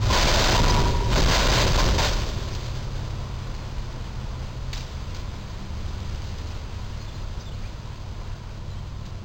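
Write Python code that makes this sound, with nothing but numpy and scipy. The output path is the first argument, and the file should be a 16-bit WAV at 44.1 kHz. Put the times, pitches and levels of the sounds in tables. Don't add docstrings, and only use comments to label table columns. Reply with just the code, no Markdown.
import sys
import numpy as np
from scipy import signal
from scipy.fft import rfft, irfft, next_fast_len
from scipy.io import wavfile
from scipy.ndimage import uniform_filter1d

SR = 44100
rng = np.random.default_rng(int(sys.argv[2]) if len(sys.argv) > 2 else 0)


def output_pcm(signal):
    pcm = np.clip(np.atleast_2d(signal).T, -1, 1) * 32767
    wavfile.write(sys.argv[1], SR, np.round(pcm).astype(np.int16))


N = 407484
TIME = np.arange(N) / SR


def undb(db):
    return 10 ** (np.asarray(db) / 20)


def unit(x):
    return x / np.sqrt(np.mean(x ** 2))


def decay(t, t60):
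    return np.exp(-np.log(1000) * t / t60)


def colour(x, spectrum, modes=()):
    size = next_fast_len(len(x) + 8192)
    f = np.maximum(np.fft.rfftfreq(size, 1 / SR), 1)
    hz, db = np.transpose(spectrum)
    envelope = undb(np.interp(np.log(f), np.log(hz), db))
    resonance = 1 + sum(undb(peak_db) / (1 + 1j * (f * f - centre * centre) / (f * width))
                        for centre, width, peak_db in modes)
    return irfft(rfft(x, size) * resonance * envelope, size)[:len(x)]


def noise(spectrum):
    return unit(colour(rng.standard_normal(N), spectrum))


def wander(rate):
    knots = rng.standard_normal(N // 20)
    path = np.interp(TIME * rate, np.arange(len(knots)), knots)
    return unit(uniform_filter1d(path, max(int(SR / rate / 2), 1)))


def impulses(per_s, spread_db):
    size = undb(spread_db * np.minimum(rng.exponential(size=N), 5))
    return (rng.random(N) < per_s / SR) * size * rng.choice([-1, 1], N)


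def glides(notes, jitter):
    out = np.zeros(N)
    waver = 1 + jitter * wander(300)
    for start, length, first, middle, last, db in notes:
        at = np.flatnonzero((TIME >= start) & (TIME < start + length))
        progress = (TIME[at] - start) / length
        hz = np.polyval(np.polyfit([0, .5, 1], [first, middle, last], 2), progress) * waver[at]
        phase = 2 * np.pi * np.cumsum(hz) / SR
        out[at] += undb(db) * np.sqrt(2) * np.sin(np.pi * progress) * np.sin(phase)
    return out


def pushes(rows, release_t60, ring_db, ring_t60):
    power, ring = np.zeros(N), undb(ring_db)
    for start, attack, hold, db in rows:
        rise = np.clip((TIME - start) / attack, 0, 1)
        after = np.maximum(TIME - start - attack - hold, 0)
        release = (1 - ring) * decay(after, release_t60) + ring * decay(after, ring_t60)
        power += (undb(db) * rise * release) ** 2
    return np.sqrt(power)


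def underpass(x, wet_db, t60=0.54):
    t = TIME[:SR]
    tail = rng.standard_normal(SR) * decay(t, t60) * (t > .012)
    return x + undb(wet_db) * signal.fftconvolve(x, tail / np.sqrt(np.sum(tail ** 2)))[:N]


def receding(db, fade_db_per_s, swell_db, leaves_s=2.18, under_deck_s=6.6, width_s=1.5):
    under_deck = np.exp(-.5 * ((TIME - under_deck_s) / width_s) ** 2)
    return undb(db - fade_db_per_s * np.maximum(TIME - leaves_s, 0) + swell_db * under_deck)


def street():
    # (frequency [Hz], relative spectral level [dB])
    wheel_spectrum = [(10, -9.5), (22, 1.5), (32, 1.5), (44, -1), (60, -2.5), (80, -6), (105, -6.5),
                      (135, -11.5), (165, -16.5), (205, -14), (260, -22), (600, -38), (3000, -87)]
    tread_spectrum = [(100, -25), (250, -11), (320, 3.5), (390, 1), (470, 2.5), (600, 1.5), (800, -2.5),
                      (990, 3), (1200, -4), (1450, -5.5), (1800, -23.5), (3000, -32), (6000, -39)]
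    grit_spectrum = [(500, -5.5), (1400, -0.5), (2200, -1.5), (3300, 0), (4000, 1), (4700, 2), (5500, 3.5),
                     (8000, -34)]
    rumble = noise(wheel_spectrum) * receding(-31.5, fade_db_per_s=0.46, swell_db=0.5)
    treads = noise(tread_spectrum) * receding(-44, fade_db_per_s=0.74, swell_db=0.52)
    treads *= undb(0.52 * wander(9))
    grit = unit(colour(impulses(per_s=14000, spread_db=1.5), grit_spectrum))
    grit *= receding(-43, fade_db_per_s=0.93, swell_db=3.24) * undb(0.55 * wander(18))
    return rumble + treads + grit


def exhaust(course, octave_db, throb_db, fade_s=0.36):
    times, rates, levels = np.transpose(course)
    hz = np.interp(TIME, times, rates) * (1 + .004 * wander(20))
    phase = 2 * np.pi * np.cumsum(hz) / SR
    tone = unit(np.sin(phase) + undb(octave_db) * np.sin(2 * phase))
    fade = np.clip(1 + np.minimum(TIME - times[0], times[-1] - TIME) / fade_s, 0, 1)
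    return tone * fade * undb(np.interp(TIME, times, levels) + throb_db * wander(14))


def engines():
    # (time [s], firing rate [Hz], level [dB])
    lorry = [(0, 103.4, -23), (.9, 108, -30.5), (1.5, 114.1, -46), (2.5, 120.5, -39), (2.8, 128.5, -35),
             (3.7, 127.3, -41), (4.45, 124.6, -38.5), (5.5, 133.1, -51), (8.1, 133.5, -46.5),
             (8.7, 135.7, -45.5), (9.24, 134.3, -47.5)]
    car = [(2.4, 87.1, -41), (2.9, 93.7, -35.5), (4.4, 90.1, -49), (5.5, 97.3, -41.5), (9.24, 97.2, -40)]
    low_drone = [(4.2, 73.5, -41), (4.9, 77.5, -42.5), (5.5, 76, -41.5), (6.1, 73.8, -33.5),
                 (6.55, 72.5, -37.5)]
    pulling_away = [(5.65, 77.9, -52), (5.85, 89.66, -41), (6.15, 107.7, -50)]
    high_hum = [(5.3, 194, -53), (5.6, 196.1, -48.5), (7.8, 193.2, -59)]
    return (exhaust(lorry, octave_db=-27.5, throb_db=1)
            + exhaust(car, octave_db=-19, throb_db=1)
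            + exhaust(low_drone, octave_db=-21, throb_db=0)
            + exhaust(pulling_away, octave_db=-30, throb_db=6)
            + exhaust(high_hum, octave_db=-12, throb_db=1.5))


def bird():
    # (time [s], length [s], start [Hz], middle [Hz], end [Hz], relative level [dB])
    chirps = [(6.99, 0.049, 4110, 4314, 4260, -47), (7.018, 0.028, 5170, 4830, 4700, -48),
              (7.065, 0.047, 3460, 3520, 3070, -49), (7.142, 0.029, 4100, 4130, 4100, -47),
              (7.39, .042, 5500, 4900, 4400, -44.5), (7.448, .055, 3490, 3530, 3012, -47),
              (7.513, 0.02, 2650, 2940, 3110, -49), (7.53, 0.03, 4120, 4200, 4200, -51),
              (7.63, 0.049, 2320, 2400, 2630, -52), (8.69, 0.061, 4200, 4000, 3850, -52.5),
              (8.75, .07, 3193, 3187, 3200, -56)]
    return underpass(glides(chirps, jitter=0.014), wet_db=-9) * undb(2.0)


def trailer_strikes(rattles_per_s=14, spread_db=2.5):
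    # (time [s], level [dB], rebound delay [s])
    clanks = [(2.205, -33, .004), (2.53, -32.5, .02), (2.64, -35.5, .02), (2.76, -40, 0.011),
              (3.549, -41, 0.0097), (4.7305, -25.5, 0.0032), (4.7704, -33.5, 0.0075), (5.147, -35, 0.017),
              (6.22, -37.5, .02), (9.054, -42, 0.0089)]
    # (time [s], length [s], level [dB])
    rattles = [(2.5, 0.68, -38.5), (5.85, .75, -39.5)]
    strikes = [(start + lag, db) for start, db, rebound in clanks for lag in (0, rebound)]
    for start, length, db in rattles:
        chance = rng.random(size=(64, 2))
        for k, (late, force) in enumerate(chance[:int(length * rattles_per_s)]):
            strikes.append((start + (k + late) / rattles_per_s, db + spread_db * (2 * force - 1)))
    return strikes


def trailer_clanks(crack_t60=0.044, tail_t60=0.6, tail_db=-10):
    # (frequency [Hz], relative spectral level [dB])
    clank_spectrum = [(200, -30), (900, -12), (1600, -4), (2600, 0), (3400, 2), (4500, 5), (5500, 8),
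                      (8000, -24)]
    power = np.zeros(N)
    for start_s, db in trailer_strikes():
        start = int(start_s * SR)
        t = TIME[:min(SR, N - start)]
        crack, tail = decay(t, crack_t60), undb(tail_db) * decay(t, tail_t60)
        power[start:start + len(t)] += undb(db) ** 2 * (crack ** 2 + tail ** 2)
    return np.sqrt(power) * noise(clank_spectrum) * undb(1.5 * wander(200))


def steel_shrieks():
    # (time [s], length [s], start [Hz], middle [Hz], end [Hz], level [dB])
    shrieks = [(.36, 0.094, 624, 663, 626, -18.5), (.697, 0.021, 5010, 4860, 4900, -12.5),
               (1.15, 0.04, 547, 589, 550, -25), (1.77, 0.078, 997, 1058, 1090, -22.5),
               (1.975, 0.041, 957, 923, 905, -24)]
    return underpass(glides(shrieks, jitter=0.024), wet_db=-14)


def roof_squeal(start_hz=1007, sag_hz_per_s=45, jitter=0.02, flutter_db=6.0):
    # (time [s], attack [s], hold [s], level [dB])
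    squeals = [(.09, .03, 0.065, -21), (.26, .05, 0.2, -21), (.53, 0.029, 0.24, -18.5),
               (.82, 0.062, 0.037, -25.5), (1.03, 0.026, .01, -24)]
    hz = start_hz - sag_hz_per_s * TIME
    phase = 2 * np.pi * np.cumsum(hz * (1 + jitter * wander(200))) / SR
    tone = unit(np.sin(phase) * undb(flutter_db * wander(110.1)))
    return tone * pushes(squeals, release_t60=0.11, ring_db=-8.5, ring_t60=1.0)


def roof_scrape(judder_db=2.13):
    # (time [s], attack [s], hold [s], rasp level [dB], boom level [dB])
    catches = [(0, 0.043, 0.023, -30, -22.5), (0.083, 0.067, .34, -7, -9), (0.463, .02, 0.053, -9.5, -22),
               (0.57, 0.039, .11, -19, -11), (1.083, 0.098, 0.11, -16, -10), (1.258, 0.065, .06, -10, -23),
               (1.434, 0.058, 0.09, -11.5, -12), (1.712, 0.084, 0.023, -14.5, -12),
               (1.979, .004, 0.026, -16, -23.5)]
    # (frequency [Hz], relative spectral level [dB])
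    friction_spectrum = [(60, -3), (200, -6), (600, 3), (1300, -3.5), (2000, -1), (3200, 1), (4600, 5),
                         (5500, 8.5), (8000, -25.5)]
    box_spectrum = [(10, -7), (20, -5.5), (30, 4), (55, 2), (80, -5), (115, -3.5), (170, -13.5),
                    (300, -21.5), (550, -27.5), (900, -49), (3000, -90)]
    # (frequency [Hz], bandwidth [Hz], gain [dB])
    steel_modes = [(595, 140, -0.5), (1004, 196, 6), (1423, 124, 2), (2740, 56, -24), (3110, 110, -6.5),
                   (3610, 180, -7), (4400, 140, -11)]
    wall_modes = [(214, 11, -7), (390, 42, 6.5), (536, 140, 4)]
    drag = pushes([(*timing, rasp_db) for *timing, rasp_db, _ in catches],
                  release_t60=0.5, ring_db=-16.5, ring_t60=3.06)
    shake = pushes([(*timing, boom_db) for *timing, _, boom_db in catches],
                   release_t60=0.9, ring_db=-11.5, ring_t60=3.5)
    slips = impulses(per_s=12000, spread_db=2.5) * undb(judder_db * wander(60))
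    rasp = unit(colour(slips, friction_spectrum, steel_modes))
    boom = colour(rng.standard_normal(N), box_spectrum, wall_modes)
    boom /= np.sqrt(uniform_filter1d(boom ** 2, size=3000))
    return rasp * drag + boom * shake


def scene():
    collision = roof_scrape() + roof_squeal() + steel_shrieks()
    return (collision + engines() + bird() + street() + trailer_clanks())[None]


def record(dry, ceiling=0.16, hardness=6, grain_db=-12, band_hz=5400, top_hz=15800):
    clipped = dry[0] / (1 + (dry[0] / ceiling) ** hardness) ** (1 / hardness)
    grain = undb(grain_db) * clipped ** 2 / ceiling * rng.standard_normal(N)
    narrow = signal.fftconvolve(clipped + grain, signal.firwin(129, band_hz, fs=SR), mode="same")
    imaged = np.interp(TIME, TIME[::4], narrow[::4])
    lowpass = signal.ellip(10, .2, 80, top_hz, fs=SR, output="sos")
    return signal.sosfilt(lowpass, imaged)[None]


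dry = scene()
out = record(dry)
output_pcm(out)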